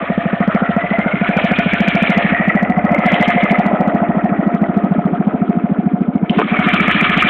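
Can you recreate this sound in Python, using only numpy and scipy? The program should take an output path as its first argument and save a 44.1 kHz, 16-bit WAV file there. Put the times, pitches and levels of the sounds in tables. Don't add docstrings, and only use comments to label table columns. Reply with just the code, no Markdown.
import sys
import numpy as np
from scipy import signal
from scipy.io import wavfile
from scipy.ndimage import uniform_filter1d, minimum_filter1d

SR = 44100
rng = np.random.default_rng(int(sys.argv[2]) if len(sys.argv) > 2 else 0)


def master(y):
    cut = np.clip(np.atleast_2d(y).T, -1, 1)
    pcm = np.round(cut * 32767)
    wavfile.write(sys.argv[1], SR, pcm.astype(np.int16))


N = 321489
TIME = np.arange(N) / SR


def exhaust(putts, edge_db):
    thump = np.zeros(N + SR)
    for (s, db), (pitch, length, shape) in zip(putts, rng.standard_normal((len(putts), 3))):
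        start = max(int((s - .001) * SR), 0)
        edge = min(from_db(edge_db[start]), .6)
        wave = puff(hz=192 + 5 * pitch - 35 * edge, length_s=.0205 * from_db(.66 * length),
                    skew=(.95 - .5 * edge) * from_db(shape), glide_hz=30 + 120 * edge)
        thump[start:start + len(wave)] += from_db(db + .72) * wave
    thump = thump[:N]
    thump = thump - .6 * resonate(thump, hz=126.3, width_hz=55)
    bark = resonate(resonate(impulse(), hz=328, width_hz=300), hz=531, width_hz=120)
    shove = resonate(resonate(impulse(), hz=70.5, width_hz=160), hz=84, width_hz=49)
    barks = from_db(edge_db) * strike(putts, bark, delay_s=.0016)
    return thump + barks + from_db(-26) * strike(putts, shove)


def puff(hz, length_s, skew, glide_hz, cooling_s=.0058, softness=1.45):
    age = np.arange(int(length_s * SR)) / SR
    turns = np.cumsum(hz + glide_hz * np.exp(-age / cooling_s)) / SR
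    swell = np.sin(np.pi * (age / length_s) ** skew) ** softness
    return swell * -np.cos(2 * np.pi * turns)


# t/s, f/Hz
FIRING_RATE = [(0.0, 13.053), (0.166, 12.752), (0.512, 14.109), (1.239, 12.959), (1.391, 13.531),
               (1.872, 13.897), (2.44, 12.83), (2.52, 13.57), (2.979, 14.105), (3.217, 13.235),
               (3.535, 12.902), (3.697, 14.116), (4.479, 13.13), (5.064, 14.12), (5.33, 13.449),
               (6.097, 13.674), (7.038, 13.939), (7.29, 13.014)]
# t/s, level/dB
EXHAUST_LEVEL = [(0, -6), (.45, -3.9), (1.05, -4.7), (2.35, -3), (3.5, -4), (6.3, -3), (6.7, -5),
                 (7.29, -5)]
# t/s, level/dB against a full firing
WEAK_FIRINGS = [(.02, -9), (.84, -5.5), (6.44, -9.5)]

def firings(first_s=.021, db_per_hz=.4, scatter_db=.56):
    speed_hz, = in_time(FIRING_RATE)
    level_db, = in_time(EXHAUST_LEVEL)
    cycles = np.cumsum(speed_hz) / SR
    firing_cycles = np.arange(np.interp(first_s, TIME, cycles), cycles[-1])
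    s = np.interp(firing_cycles, cycles, TIME)
    db = np.interp(s, TIME, level_db + db_per_hz * (speed_hz - speed_hz.mean()))
    for at_s, weak_db in WEAK_FIRINGS:
        db[np.argmin(np.abs(s - at_s))] += weak_db
    return np.c_[s, db + scatter_db * rng.standard_normal(len(s))]


# t/s, level/dB
DECK_LEVEL = [(0, -25.5), (.8, -21), (1.05, -21), (1.2, -28), (1.35, -18), (1.7, -24.5), (2.15, -19.5),
              (2.4, -23), (3, -17), (3.9, -18), (4.5, -23), (5, -23.5), (6.25, -30.5), (6.35, -23),
              (6.45, -35), (6.55, -21.5), (6.95, -27.5), (7.29, -25)]
# f/Hz, width/Hz, level/dB
DECK_NOTES = [(499, 94, -8.5), (613.3, 67, -1), (665.5, 61, -4.5), (792.5, 60, -8.5), (1010, 180, -17)]
# t/s, f/Hz
DECK_RING = [(0, 672), (.6, 697), (2.2, 692), (2.7, 721.8), (4.4, 702), (7.29, 720)]

def cutting_deck(putts, shake, edge_db):
    level_db, ring_hz = in_time(DECK_LEVEL) + in_time(DECK_RING)
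    tin = body(shake * rattle(per_s=300, spread_db=4, rush=.5, surge_db=2), DECK_NOTES)
    kicks = jolts(putts, delay_s=.013, scatter_s=.003, spread_db=2)
    kicks += shake * rattle(per_s=300, spread_db=2.5, rush=.27)
    ring = gliding(kicks, ring_hz * waver(depth=.011), width_hz=19.9)
    ring_db = 4.5 + .27 * (edge_db + 10.5)
    tin = cut(tin + from_db(ring_db) * ring, 400, "high")
    return from_db(level_db) * steady(cut(tin, 1400, "low", order=4))


# t/s, level/dB
HOOD_LEVEL = [(0, -26.5), (.15, -33), (.6, -23), (.9, -30.5), (1.05, -25.5), (2.55, -27), (2.72, -31.5),
              (3, -25.5), (3.6, -27.5), (4.2, -31), (5.1, -33), (6.27, -41), (6.42, -27.5), (6.7, -19.5),
              (6.9, -21), (7.29, -18)]
# f/Hz, width/Hz, level/dB
HOOD_NOTES = [(1010, 270, -6.5), (1183, 110, 0), (1423, 212, -2)]
# t/s, f/Hz
HOOD_RING = [(0, 1230), (1.8, 1516), (2.2, 1272), (4.4, 1291), (7.29, 1247)]

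def hood(shake):
    level_db, ring_hz = in_time(HOOD_LEVEL) + in_time(HOOD_RING)
    tin = body(shake * rattle(per_s=250, spread_db=1.5, rush=.71), HOOD_NOTES)
    taps = shake * rattle(per_s=74, spread_db=3.5, rush=.12)
    ring = gliding(taps, ring_hz * waver(depth=.022), width_hz=50)
    tin = cut(tin + from_db(5.5) * ring, 950, "high", order=4)
    return from_db(level_db) * steady(cut(tin, 1850, "low", order=4))


# t/s, level/dB
CLATTER_LEVEL = [(0, -30), (.7, -29), (.92, -23.5), (1.1, -25.5), (1.45, -22), (2.5, -18.5), (2.77, -29.5),
                 (3.08, -19), (3.55, -21), (3.75, -32), (4.4, -34), (5.15, -42.5), (5.7, -43.5),
                 (6.15, -49), (6.55, -21.5), (6.9, -17), (7.29, -16.5)]
# f/Hz, width/Hz, level/dB
ENGINE_NOTES = [(1728, 129, 1.5), (2150, 320, -1), (2455, 320, -3.5)]
# t/s, f/Hz, level/dB against those notes
ENGINE_RING = [(0, 1794, -.5), (.6, 1910, -0.5), (.95, 2010, 12.5), (1.3, 2290, -3), (2.1, 2342, 0),
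               (2.2, 1813, -2.5), (2.6, 1986, 10), (3, 2067, 4), (4.4, 1892, 2), (5.5, 1976, -10),
               (6.4, 2242, 2.5), (7.29, 2358, -3.5)]

def engine_clatter(putts, shake):
    level_db, ring_hz, ring_db = in_time(CLATTER_LEVEL) + in_time(ENGINE_RING)
    taps = shake * rattle(per_s=580, spread_db=4, rush=.91, surge_db=3)
    valves = from_db(-4.5) * jolts(putts, delay_s=.026, scatter_s=.0039, spread_db=5)
    loose_parts = shake * rattle(per_s=280, spread_db=.5, rush=.55)
    ring = gliding(valves + loose_parts, ring_hz * waver(depth=.025), width_hz=71)
    metal = rms_one(body(taps, ENGINE_NOTES)) + from_db(ring_db) * rms_one(ring)
    metal = cut(cut(metal, 1600, "high", order=4), 2914, "low", order=6)
    return from_db(level_db) * steady(metal)


# t/s, level/dB
RASP_LEVEL = [(0, -41.5), (1.1, -41.5), (1.4, -32), (1.75, -30), (2.2, -28.5), (2.42, -45.5), (2.72, -57),
              (3, -44.5), (3.14, -26.5), (3.5, -38), (3.75, -48), (4.2, -53), (5, -52.5), (6.25, -57.5),
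              (6.35, -33.5), (6.52, -35.5), (6.7, -26), (7.29, -22.5)]
# f/Hz, width/Hz, level/dB
RASP_NOTES = [(2520, 170, -0.46), (3070, 620, -0.54)]

def engine_rasp(shake):
    level_db, = in_time(RASP_LEVEL)
    taps = shake * rattle(per_s=740, spread_db=1, rush=.95, surge_db=3.5)
    rasp = cut(body(taps, RASP_NOTES), 2300, "high", order=4)
    return from_db(level_db) * steady(rasp)


# t/s, level/dB against one another
DRIVE_KNOCKS = [(5.528, -16), (5.597, -18), (6.36, -14), (6.3835, -8), (6.3875, -2), (6.3902, -1),
                (6.3972, -1), (6.404, -9), (6.415, -1)]
# f/Hz, width/Hz, level/dB
CLUNK_NOTES = [(328, 180, -0.5), (477, 210, 1.5), (910, 180, -5), (1500, 690, -11.5), (2800, 830, -22)]
# t/s, level/dB
LEVER_TICKS = [(6.2945, -8.5), (6.305, -23)]

def drive_and_lever():
    age = np.arange(len(impulse())) / SR
    grit = rng.standard_normal(len(age)) * np.exp(-age / .0032)
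    tick = resonate(grit, hz=2970, width_hz=770)
    tick = cut(cut(tick, 2100, "high"), 3500, "low", order=4)
    clunk = cut(body(impulse() + from_db(-18.5) * grit, CLUNK_NOTES), 3300, "low")
    return from_db(-1.5) * strike(DRIVE_KNOCKS, clunk) + strike(LEVER_TICKS, tick)


# f/Hz, width/Hz, level/dB
DRONE_NOTES = [(193, 44, 0.5), (272, 96, 2), (453.4, 50, -6)]

def frame_drone(shake, drone_db, rumble_db):
    drone = body(shake * rattle(per_s=300, spread_db=2.5, rush=.96), DRONE_NOTES)
    drone = cut(cut(drone, 530, "low"), 130, "high")
    rumble = cut(cut(rng.standard_normal(N), 130, "low"), 75, "high")
    return from_db(drone_db) * steady(drone) + from_db(rumble_db) * rms_one(rumble)


# share of the cycle, then level/dB for deck, clatter and drone
SHAKE_PATTERN = [(0, 2, 3.5, 1), (.1, -2.5, -0.5, -3.5), (.2, 2, 0, 0), (.38, -0.5, 2.5, -6.5),
                 (.52, -2, 2, -6), (.7, -3, 2.5, -3), (.85, -3, 0.5, 0.5), (1, -5.5, 1, -4)]

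def shaking(putts):
    s = putts[:, 0]
    s = np.r_[2 * s[0] - s[1], s, 2 * s[-1] - s[-2]]
    phase = np.interp(TIME, s, np.arange(len(s))) % 1
    share, *columns = np.transpose(SHAKE_PATTERN)
    return [rms_one(from_db(np.interp(phase, share, db))) for db in columns]


def rattle(per_s, spread_db, rush, surge_db=2.5):
    taps = (rng.random(N) < per_s / SR) * rng.choice([-1, 1], N)
    taps = rms_one(taps * from_db(spread_db * rng.standard_normal(N)))
    flurries = rms_one(cut(rng.standard_normal(N), 24, "low"))
    return rms_one((taps + rush * rng.standard_normal(N)) * from_db(surge_db * flurries))


def jolts(putts, delay_s, scatter_s, spread_db):
    late, strength = rng.standard_normal((len(putts), 2)).T
    blows = putts + np.c_[delay_s + scatter_s * late, spread_db * strength]
    return rms_one(strike(blows, impulse()))


def strike(events, sound, delay_s=0.):
    s, db = np.transpose(events)
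    starts = np.clip(np.round((s + delay_s) * SR).astype(int), 0, N - 1)
    clicks = np.zeros(N)
    np.add.at(clicks, starts, from_db(db))
    return signal.fftconvolve(clicks, sound / np.abs(sound).max())[:N]


def body(x, notes):
    return sum((-1) ** k * from_db(db) * resonate(x, hz, width) for k, (hz, width, db) in enumerate(notes))


def gliding(x, hz, width_hz, size=256):
    out, state = np.zeros(N), np.zeros(2)
    for i in range(0, N, size):
        out[i:i + size], state = signal.lfilter(*resonator(hz[i], width_hz), x[i:i + size], zi=state)
    return out


def resonate(x, hz, width_hz):
    return signal.lfilter(*resonator(hz, width_hz), x + 1e-18)


def resonator(hz, width_hz):
    r = np.exp(-np.pi * width_hz / SR)
    return (1 - r * r) / 2 * np.array([1, 0, -1]), [1, -2 * r * np.cos(2 * np.pi * hz / SR), r * r]


def waver(depth, hz=14):
    return 1 + depth * rms_one(cut(rng.standard_normal(N), hz, "low"))


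def steady(x, span_s=.16):
    return x / np.sqrt(uniform_filter1d(x * x, int(span_s * SR)) + 1e-12)


def cut(x, hz, keep, order=2):
    return signal.sosfilt(signal.butter(order, hz, keep, fs=SR, output="sos"), x)


def in_time(rows):
    s, *columns = np.transpose(rows)
    return [np.interp(TIME, s, c) for c in columns]


def impulse(size=4096):
    return signal.unit_impulse(size)


def from_db(db):
    return 10 ** (np.asarray(db) / 20)


def rms_one(x):
    return x / np.sqrt(np.mean(x ** 2) + 1e-20)


# t/s, then level/dB for edge, drone and rumble
TURNING_AWAY = [(0, -6, -31.5, -43.5), (1.1, -7, -30, -40.5), (2, -9.5, -26, -39.5), (3, -19, -24.5, -40.5),
                (4.2, -18.5, -22, -45), (5.1, -19, -21.5, -50.5), (6.3, -22.5, -23.5, -56),
                (6.7, -14.5, -22.5, -37), (7.29, -16, -23.5, -34)]

def scene():
    putts = firings()
    edge_db, drone_db, rumble_db = in_time(TURNING_AWAY)
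    deck_shake, clatter_shake, drone_shake = shaking(putts)
    machine = cutting_deck(putts, deck_shake, edge_db) + hood(clatter_shake)
    machine += engine_clatter(putts, clatter_shake) + engine_rasp(clatter_shake)
    machine += frame_drone(drone_shake, drone_db, rumble_db)
    return (exhaust(putts, edge_db) + machine + drive_and_lever())[None]


def limiter(x, threshold_db, release_db_per_s, size=88):
    over_db = np.maximum(20 * np.log10(np.abs(x) + 1e-9) - threshold_db, 0)
    release_db = release_db_per_s * TIME
    dip_db = np.maximum.accumulate(over_db + release_db, axis=-1) - release_db
    return x * from_db(uniform_filter1d(minimum_filter1d(-dip_db, size), size))


def record(dry, clip_level=.715):
    limited = limiter(dry, threshold_db=-1.35, release_db_per_s=298)
    dull = cut(cut(limited, 3610, "low", order=8), 4200, "low", order=14)
    return cut(np.clip(dull, -clip_level, clip_level), 15900, "low", order=16)


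dry = scene()
out = record(dry)
master(out)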